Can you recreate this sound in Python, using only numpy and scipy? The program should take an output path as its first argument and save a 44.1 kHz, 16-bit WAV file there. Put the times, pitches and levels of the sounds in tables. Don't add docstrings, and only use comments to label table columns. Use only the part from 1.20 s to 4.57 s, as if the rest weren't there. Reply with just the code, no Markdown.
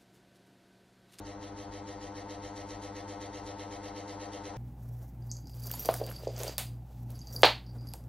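import sys
import numpy as np
from scipy import signal
from scipy.fft import rfft, irfft
from scipy.io import wavfile

SR = 44100
rng = np.random.default_rng(int(sys.argv[2]) if len(sys.argv) > 2 else 0)


def master(y):
    cut = np.clip(np.atleast_2d(y).T, -1, 1)
    pcm = np.round(cut * 32767)
    wavfile.write(sys.argv[1], SR, pcm.astype(np.int16))


def magnitude_from_level(level_db):
    exponent = np.asarray(level_db, float) / 20
    return 10 ** exponent


N = 148617

# t/s, f/Hz
WOBBLE_RATE = [(0.0, 5.992), (0.48, 6.683), (0.96, 7.201), (1.44, 7.578), (1.93, 7.847), (2.41, 8.041),
               (2.89, 8.192), (3.37, 8.332)]
# order/1, level/dB
HUM_OVERTONES = [(1, -52.5), (2, -67.5), (3, -69.5), (4, -66.5), (5, -57.5), (6, -68), (7, -61), (8, -58.5),
                 (9, -62), (10, -67.5), (11, -78.5), (12, -76.5), (13, -63.5), (14, -72), (15, -75),
                 (16, -71), (17, -96), (18, -84.3), (19, -81.0), (20, -78), (21, -80.5), (22, -100.1),
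                 (23, -81)]
# order/1, offset/(beats per wobble), level/dB, swell lag/beats
THROB_SIDEBANDS = [(2, -1, -65.8, 0.46), (2, 1, -58.9, 0.58), (3, -3, -76.0, 0.45), (3, -1, -53.4, 0.13),
                   (3, 1, -51.3, 0.02), (3, 2, -72.3, 0.76), (4, -2, -74.3, 0.98), (4, -1, -66.0, 0.17),
                   (4, 1, -62.7, 0.08), (4, 2, -66.5, 0.77), (4, 3, -77.7, 0.23), (5, -5, -76.5, 0.18),
                   (5, -4, -74.3, 0.37), (5, -3, -65.3, 0.82), (5, -2, -71.2, 0.79), (5, -1, -57.7, 0.83),
                   (5, 1, -57.2, 0.8), (5, 2, -69.5, 0.81), (5, 3, -75.8, 0.35), (5, 4, -78.3, 0.06),
                   (6, -2, -62.1, 0.89), (6, -1, -61.1, 0.11), (6, 1, -71.2, 0.01), (6, 2, -67.6, 0.24),
                   (7, -2, -68.2, 0.79), (7, -1, -68.2, 0.77), (7, 1, -60.3, 0.39), (7, 2, -71.6, 0.64),
                   (7, 3, -69.3, 0.75), (8, -3, -69.4, 0.91), (8, -2, -68.2, 0.18), (8, -1, -66.4, 0.45),
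                   (8, 1, -66.0, 0.2), (8, 3, -77.1, 0.67), (9, -4, -74.4, 0.52), (9, -3, -68.0, 0.12),
                   (9, -2, -70.7, 0.64), (9, -1, -61.5, 0.29), (9, 1, -61.5, 0.69), (9, 2, -75.3, 0.54),
                   (9, 3, -70.7, 0.55), (10, -3, -74.9, 0.43), (10, -1, -65.4, 0.56), (10, 2, -75.8, 0.41),
                   (11, -4, -82.9, 0.76), (11, -3, -79.9, 0.59), (11, -2, -71.9, 0.45),
                  (11, -1, -73.5, 0.08), (11, 1, -68.8, 0.08), (11, 2, -79.5, 0.47), (12, -3, -83.1, 0.36),
                  (12, 1, -82.8, 0.43), (13, -4, -81.1, 0.07), (13, -3, -80.4, 0.82), (13, -2, -81.4, 0.26),
                  (13, -1, -75.9, 0.86), (14, 3, -82.4, 0.89), (15, -2, -78.5, 0.82), (15, -1, -76.6, 0.53),
                  (16, -1, -81.9, 0.22), (17, 1, -79.6, 0.55), (17, 2, -80.8, 0.51), (18, -3, -81.2, 0.77),
                  (18, -2, -79.8, 0.89), (18, 1, -80.8, 0.12), (18, 2, -82.7, 0.24), (18, 3, -80.0, 0.33),
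                  (18, 5, -81.2, 0.84), (19, -3, -80.9, 0.23), (19, -1, -76.1, 0.84), (19, 1, -79.1, 0.41),
                  (19, 4, -82.5, 0.97), (20, -2, -83.0, 0.17), (20, -1, -77.6, 0.01), (20, 3, -82.7, 0.85),
                  (21, -5, -80.4, 0.84), (21, 1, -75.6, 0.89), (21, 2, -73.3, 0.04), (21, 3, -76.9, 0.13),
                  (23, 1, -81.3, 0.08)]
# f/Hz, level/dB
AIR_SPECTRUM = [(22, -12.5), (80, 1.5), (220, -10), (490, -2), (680, -9.5), (900, -5.5), (1200, -12.5),
                (4000, -37)]
# angle/turns, level/dB
SLACK_CYCLE = [(0, 1), (.2, -1), (.35, -7), (.55, -8), (.68, -8), (.77, 0), (.9, 1.1), (1, 0)]
# f/Hz, level/dB
CHATTER_SPECTRUM = [(1550, -12.5), (1850, 3), (2120, -1), (2350, -6), (4000, -3), (6000, -2.5), (9500, -8),
                    (12500, -15)]
# place/pulls, strongest wobble angle/turns, width/turns, level/dB
TICK_PLACES = [
    (0, .88, .06, -33.5),
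    (0, .17, .05, -39),
    (0, .55, .08, -52),
    (.26, .97, .04, -40),
    (.45, .95, .04, -46),
]
# f/Hz, width/Hz, level/dB
GUARD_MODES = [(3270, 390, -12.5), (4070, 545, -4), (5840, 690, -0.5), (7720, 2300, -3.5),
               (10300, 1300, -8.5)]
# f/Hz, left minus right level/dB
PORT_BALANCE = [(150, -0.04), (400, 3), (700, 2.5), (900, 11.5), (1010, 1), (1110, 11), (1300, -0.5),
                (2300, 0.26)]
# f/Hz, phase/rad
PORT_PHASE = [(600, -0.18), (800, 0.5), (1400, 0.26), (4200, 0.37), (5100, 2.5), (5500, 1.57),
              (6200, 1.7857), (7800, 2.5)]
# f/Hz, level/dB
WALL_SPECTRUM = [(100, -34.5), (300, -22.5), (600, -10.5), (1000, -5), (1600, -11), (2300, -10)]
# f/Hz, level per bin/dB
MUTE_FLOOR = [(4000, -100), (5200, -95.5), (8000, -94.5), (9500, -92), (11500, -89.5)]
# f/Hz, spread/dB
MUTE_FLOOR_SPREAD = [(5000, 2), (8000, 4), (10000, 7)]
# t/s, from f/Hz, to f/Hz
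UNMUTED_MOMENTS = [(.045, 1900, 8000), (.08, 7100, 7500), (.065, 11200, 11350), (.22, 1900, 7600),
                   (.222, 8400, 9400), (.378, 6900, 7700), (.378, 7950, 8150), (.533, 11200, 11500),
                   (.54, 7050, 7300), (.683, 6950, 7600), (.818, 6950, 7600), (.888, 7050, 7250),
                   (.888, 7450, 7650), (1.26, 7050, 7250), (1.26, 7450, 7650), (1.364, 1900, 11800),
                   (1.4915, 1900, 11800), (1.56, 6950, 7150), (1.631, 1900, 11800), (1.933, 7200, 7400),
                   (2.012, 1900, 11800), (2.035, 7050, 7250), (2.188, 7150, 7350), (2.2575, 1900, 11800),
                   (2.31, 7200, 7500), (2.53, 7050, 7250), (2.555, 7150, 7600), (2.63, 7350, 7550),
                   (2.885, 6900, 7300), (2.955, 7150, 7350), (3.0, 7350, 7600), (3.048, 7150, 7350)]

HUM_HZ, FIRST_PULL_S, FIRST_TURN = 100.142, .2388, .444
GROWTH_DB_PER_HZ, WAVER_DB, WAVER_TURNS, THROB_DB = 1.65, 1.37, .026, .5
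BLADE_HZ, BLADE_DB, BLADE_WAVER_DB, AIR_DB = 48.84, -61, 3.5, -54
CHATTER_DB, CHATTER_SPREAD_DB, CHATTER_JITTER_S, FIZZ_DB = -57, 2, .0001, -56.5
TICK_SPREAD_DB = 1.2
ROOM_DB, ROOM_T60_S = -4, 0.14
START_S, START_DB = 0.046, 0.5
MUTE_FROM_HZ, MUTE_UNDER_DB, MUTE_CHANCE_DB = 2050, -6.5, 3.2
SUM_TOP_HZ, SUM_TOP_SPREAD_HZ, SUM_STRICTER_DB = 6550, 170, 2.5


def evened(x):
    return x / np.sqrt(np.mean(x ** 2) + 1e-20)


def read(points, hz):
    f, value = np.transpose(points)
    return np.interp(np.log(hz + 1), np.log(f + 1), value)


def coloured(x, points):
    gain = magnitude_from_level(read(points, np.fft.rfftfreq(N, 1 / SR)))
    return irfft(rfft(x) * gain, N)


def drift(top_hz, count=1):
    noise = rng.standard_normal((count, N // 220 + 300))
    steps = signal.lfilter(*signal.butter(2, top_hz / 100), noise)[:, 200:]
    at = np.arange(N) / 220.5
    return [np.interp(at, np.arange(len(s)), evened(s)) for s in steps]


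def wobble():
    rate_hz = np.interp(np.arange(N) / SR, *np.transpose(WOBBLE_RATE))
    return FIRST_TURN + np.cumsum(rate_hz) / SR, GROWTH_DB_PER_HZ * (rate_hz - 7.6)


def motor():
    turn, growth_db = wobble()
    pulls, out = HUM_HZ * np.arange(N) / SR, np.zeros(N)
    start = rng.random(30)
    steady = [(order, 0, db, 0) for order, db in HUM_OVERTONES]
    waver = drift(22, count=16)
    for i, (order, beats, db, lag) in enumerate(steady + THROB_SIDEBANDS):
        loose = np.clip((order - 2) / 3, .2, 1.6) * (1 if beats else .6)
        angle = order * pulls + beats * turn - lag + start[order]
        angle += WAVER_TURNS * loose * waver[i % 16]
        level_db = db + 3 + WAVER_DB * loose * waver[(i * 5 + 3) % 16]
        if order > 3:
            level_db += growth_db + THROB_DB * (beats != 0)
        out += magnitude_from_level(level_db) * np.cos(2 * np.pi * angle)
    return out


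def blades():
    slow, sway = drift(12.0, count=2)
    angle = BLADE_HZ * np.arange(N) / SR + 0.026 * sway
    tone = magnitude_from_level(BLADE_DB + 3 + BLADE_WAVER_DB * slow) * np.cos(2 * np.pi * angle)
    air = evened(coloured(rng.standard_normal(N), AIR_SPECTRUM))
    return tone + magnitude_from_level(AIR_DB) * air


def chatter(count=14):
    turn, growth_db = wobble()
    pull_s = np.arange(0, N / SR - .03, 1 / HUM_HZ)
    at = turn[(pull_s * SR).astype(int)][:, None]
    place, slide, own = rng.random((count, 3)).T
    chance = rng.standard_normal((len(pull_s), count, 2))
    moved = (place + .08 * np.sin(2 * np.pi * (at + slide))) % 1
    knock_s = pull_s[:, None] + moved / HUM_HZ + CHATTER_JITTER_S * abs(chance[..., 0])
    swell = 0.67 * np.sin(2 * np.pi * (2 * at + own))
    size = magnitude_from_level(CHATTER_SPREAD_DB * (chance[..., 1] + swell)) * np.sign(slide - .5)
    knocks = np.bincount((knock_s * SR).astype(int).ravel(), size.ravel(), N)[:N]
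    mix = magnitude_from_level(CHATTER_DB) * evened(coloured(knocks, CHATTER_SPECTRUM))
    mix += magnitude_from_level(FIZZ_DB) * evened(coloured(rng.standard_normal(N), CHATTER_SPECTRUM))
    return mix * magnitude_from_level(np.interp(turn % 1, *np.transpose(SLACK_CYCLE)) + growth_db)


def ticks():
    turn, growth_db = wobble()
    pull_s = FIRST_PULL_S % (1 / HUM_HZ) + np.arange(0, N / SR - .02, 1 / HUM_HZ)
    chance, train = rng.standard_normal((len(pull_s), len(TICK_PLACES))), np.zeros(N)
    for i, (place, mid, width, db) in enumerate(TICK_PLACES):
        at = ((pull_s + place / HUM_HZ) * SR).astype(int)
        off = (turn[at] - mid + .5) % 1 - .5
        level_db = db + TICK_SPREAD_DB * chance[:, i] + 1.1 * growth_db[at]
        train[at] += magnitude_from_level(level_db) * np.exp(-.5 * (off / width) ** 2)
    t = np.arange(400) / SR
    ring = np.zeros(400)
    for hz, width_hz, db in GUARD_MODES:
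        ring += magnitude_from_level(db) * np.exp(-np.pi * width_hz * t) * np.sin(2 * np.pi * hz * t)
    return signal.oaconvolve(train, ring * np.minimum(t / 0.00013, 1))[:N]


def ports(x):
    hz = np.fft.rfftfreq(N, 1 / SR)
    left, phase = magnitude_from_level(read(PORT_BALANCE, hz)), np.exp(.5j * read(PORT_PHASE, hz))
    return irfft(rfft(x) * 2 / (1 + left) * np.array([left * phase, 1 / phase]), N)


def tails(x):
    taps = np.zeros((3, SR // 2))
    at = np.arange(100, SR // 2 - 20, 20) + rng.integers(0, 20, (3, (SR // 2 - 101) // 20))
    np.put_along_axis(taps, at, rng.choice([-1., 1.], at.shape), 1)
    taps *= magnitude_from_level(-60 * np.arange(SR // 2) / SR / ROOM_T60_S)
    return signal.fftconvolve(x[None], taps / np.linalg.norm(taps[0]), axes=1)[:, :N]


def room(x, apart=.5):
    wet = magnitude_from_level(ROOM_DB) * tails(x)
    return ports(x + wet[0]) + apart * wet[1:]


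def muted(x, size=8):
    lead = 272
    pair = np.pad([x[0] + x[1], x[0] - x[1]], ((0, 0), (lead, 0))) / 2
    hz, t, z = signal.stft(pair, SR, "cosine", nperseg=2048, noverlap=1024)
    power = (abs(z[:, :1024]) ** 2).reshape(2, -1, size, len(t)).mean(axis=2)
    judged = power * magnitude_from_level(2 * MUTE_CHANCE_DB * rng.standard_normal(power.shape))
    band = hz[:1024:size, None] + size * hz[1] / 2
    floor_db = read(MUTE_FLOOR, band) + read(MUTE_FLOOR_SPREAD, band) * rng.standard_normal(power.shape)
    keep = (judged > power[::-1] * magnitude_from_level(2 * MUTE_UNDER_DB)) & (power > magnitude_from_level(2 * floor_db))
    keep[0] &= band < SUM_TOP_HZ + SUM_TOP_SPREAD_HZ * rng.standard_normal(len(t))
    keep[0] &= judged[0] > power[1] * magnitude_from_level(2 * (MUTE_UNDER_DB + SUM_STRICTER_DB))
    keep |= band < MUTE_FROM_HZ
    for s, low, high in UNMUTED_MOMENTS:
        keep |= (abs(t - lead / SR - s) < .0125) & (band > low) & (band < high)
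    z[:, :1024] *= np.repeat(keep, size, axis=1)
    back = signal.istft(z, SR, "cosine", nperseg=2048, noverlap=1024)[1]
    mid, side = back[:, lead:N + lead]
    return np.array([mid + side, mid - side])


def scene():
    hum = motor() + blades()
    walls = coloured(tails(hum)[0], WALL_SPECTRUM) * [[1], [-1]]
    return ports(hum) + walls + room(chatter() + ticks())


def band_limit(x):
    return signal.sosfilt(signal.butter(12, 11790, fs=SR, output="sos"), x)


def record(dry):
    settling = magnitude_from_level(START_DB * np.exp(-np.arange(N) / SR / START_S))
    mix = muted(dry * settling)
    return band_limit(mix)


dry = scene()
out = record(dry)
master(out)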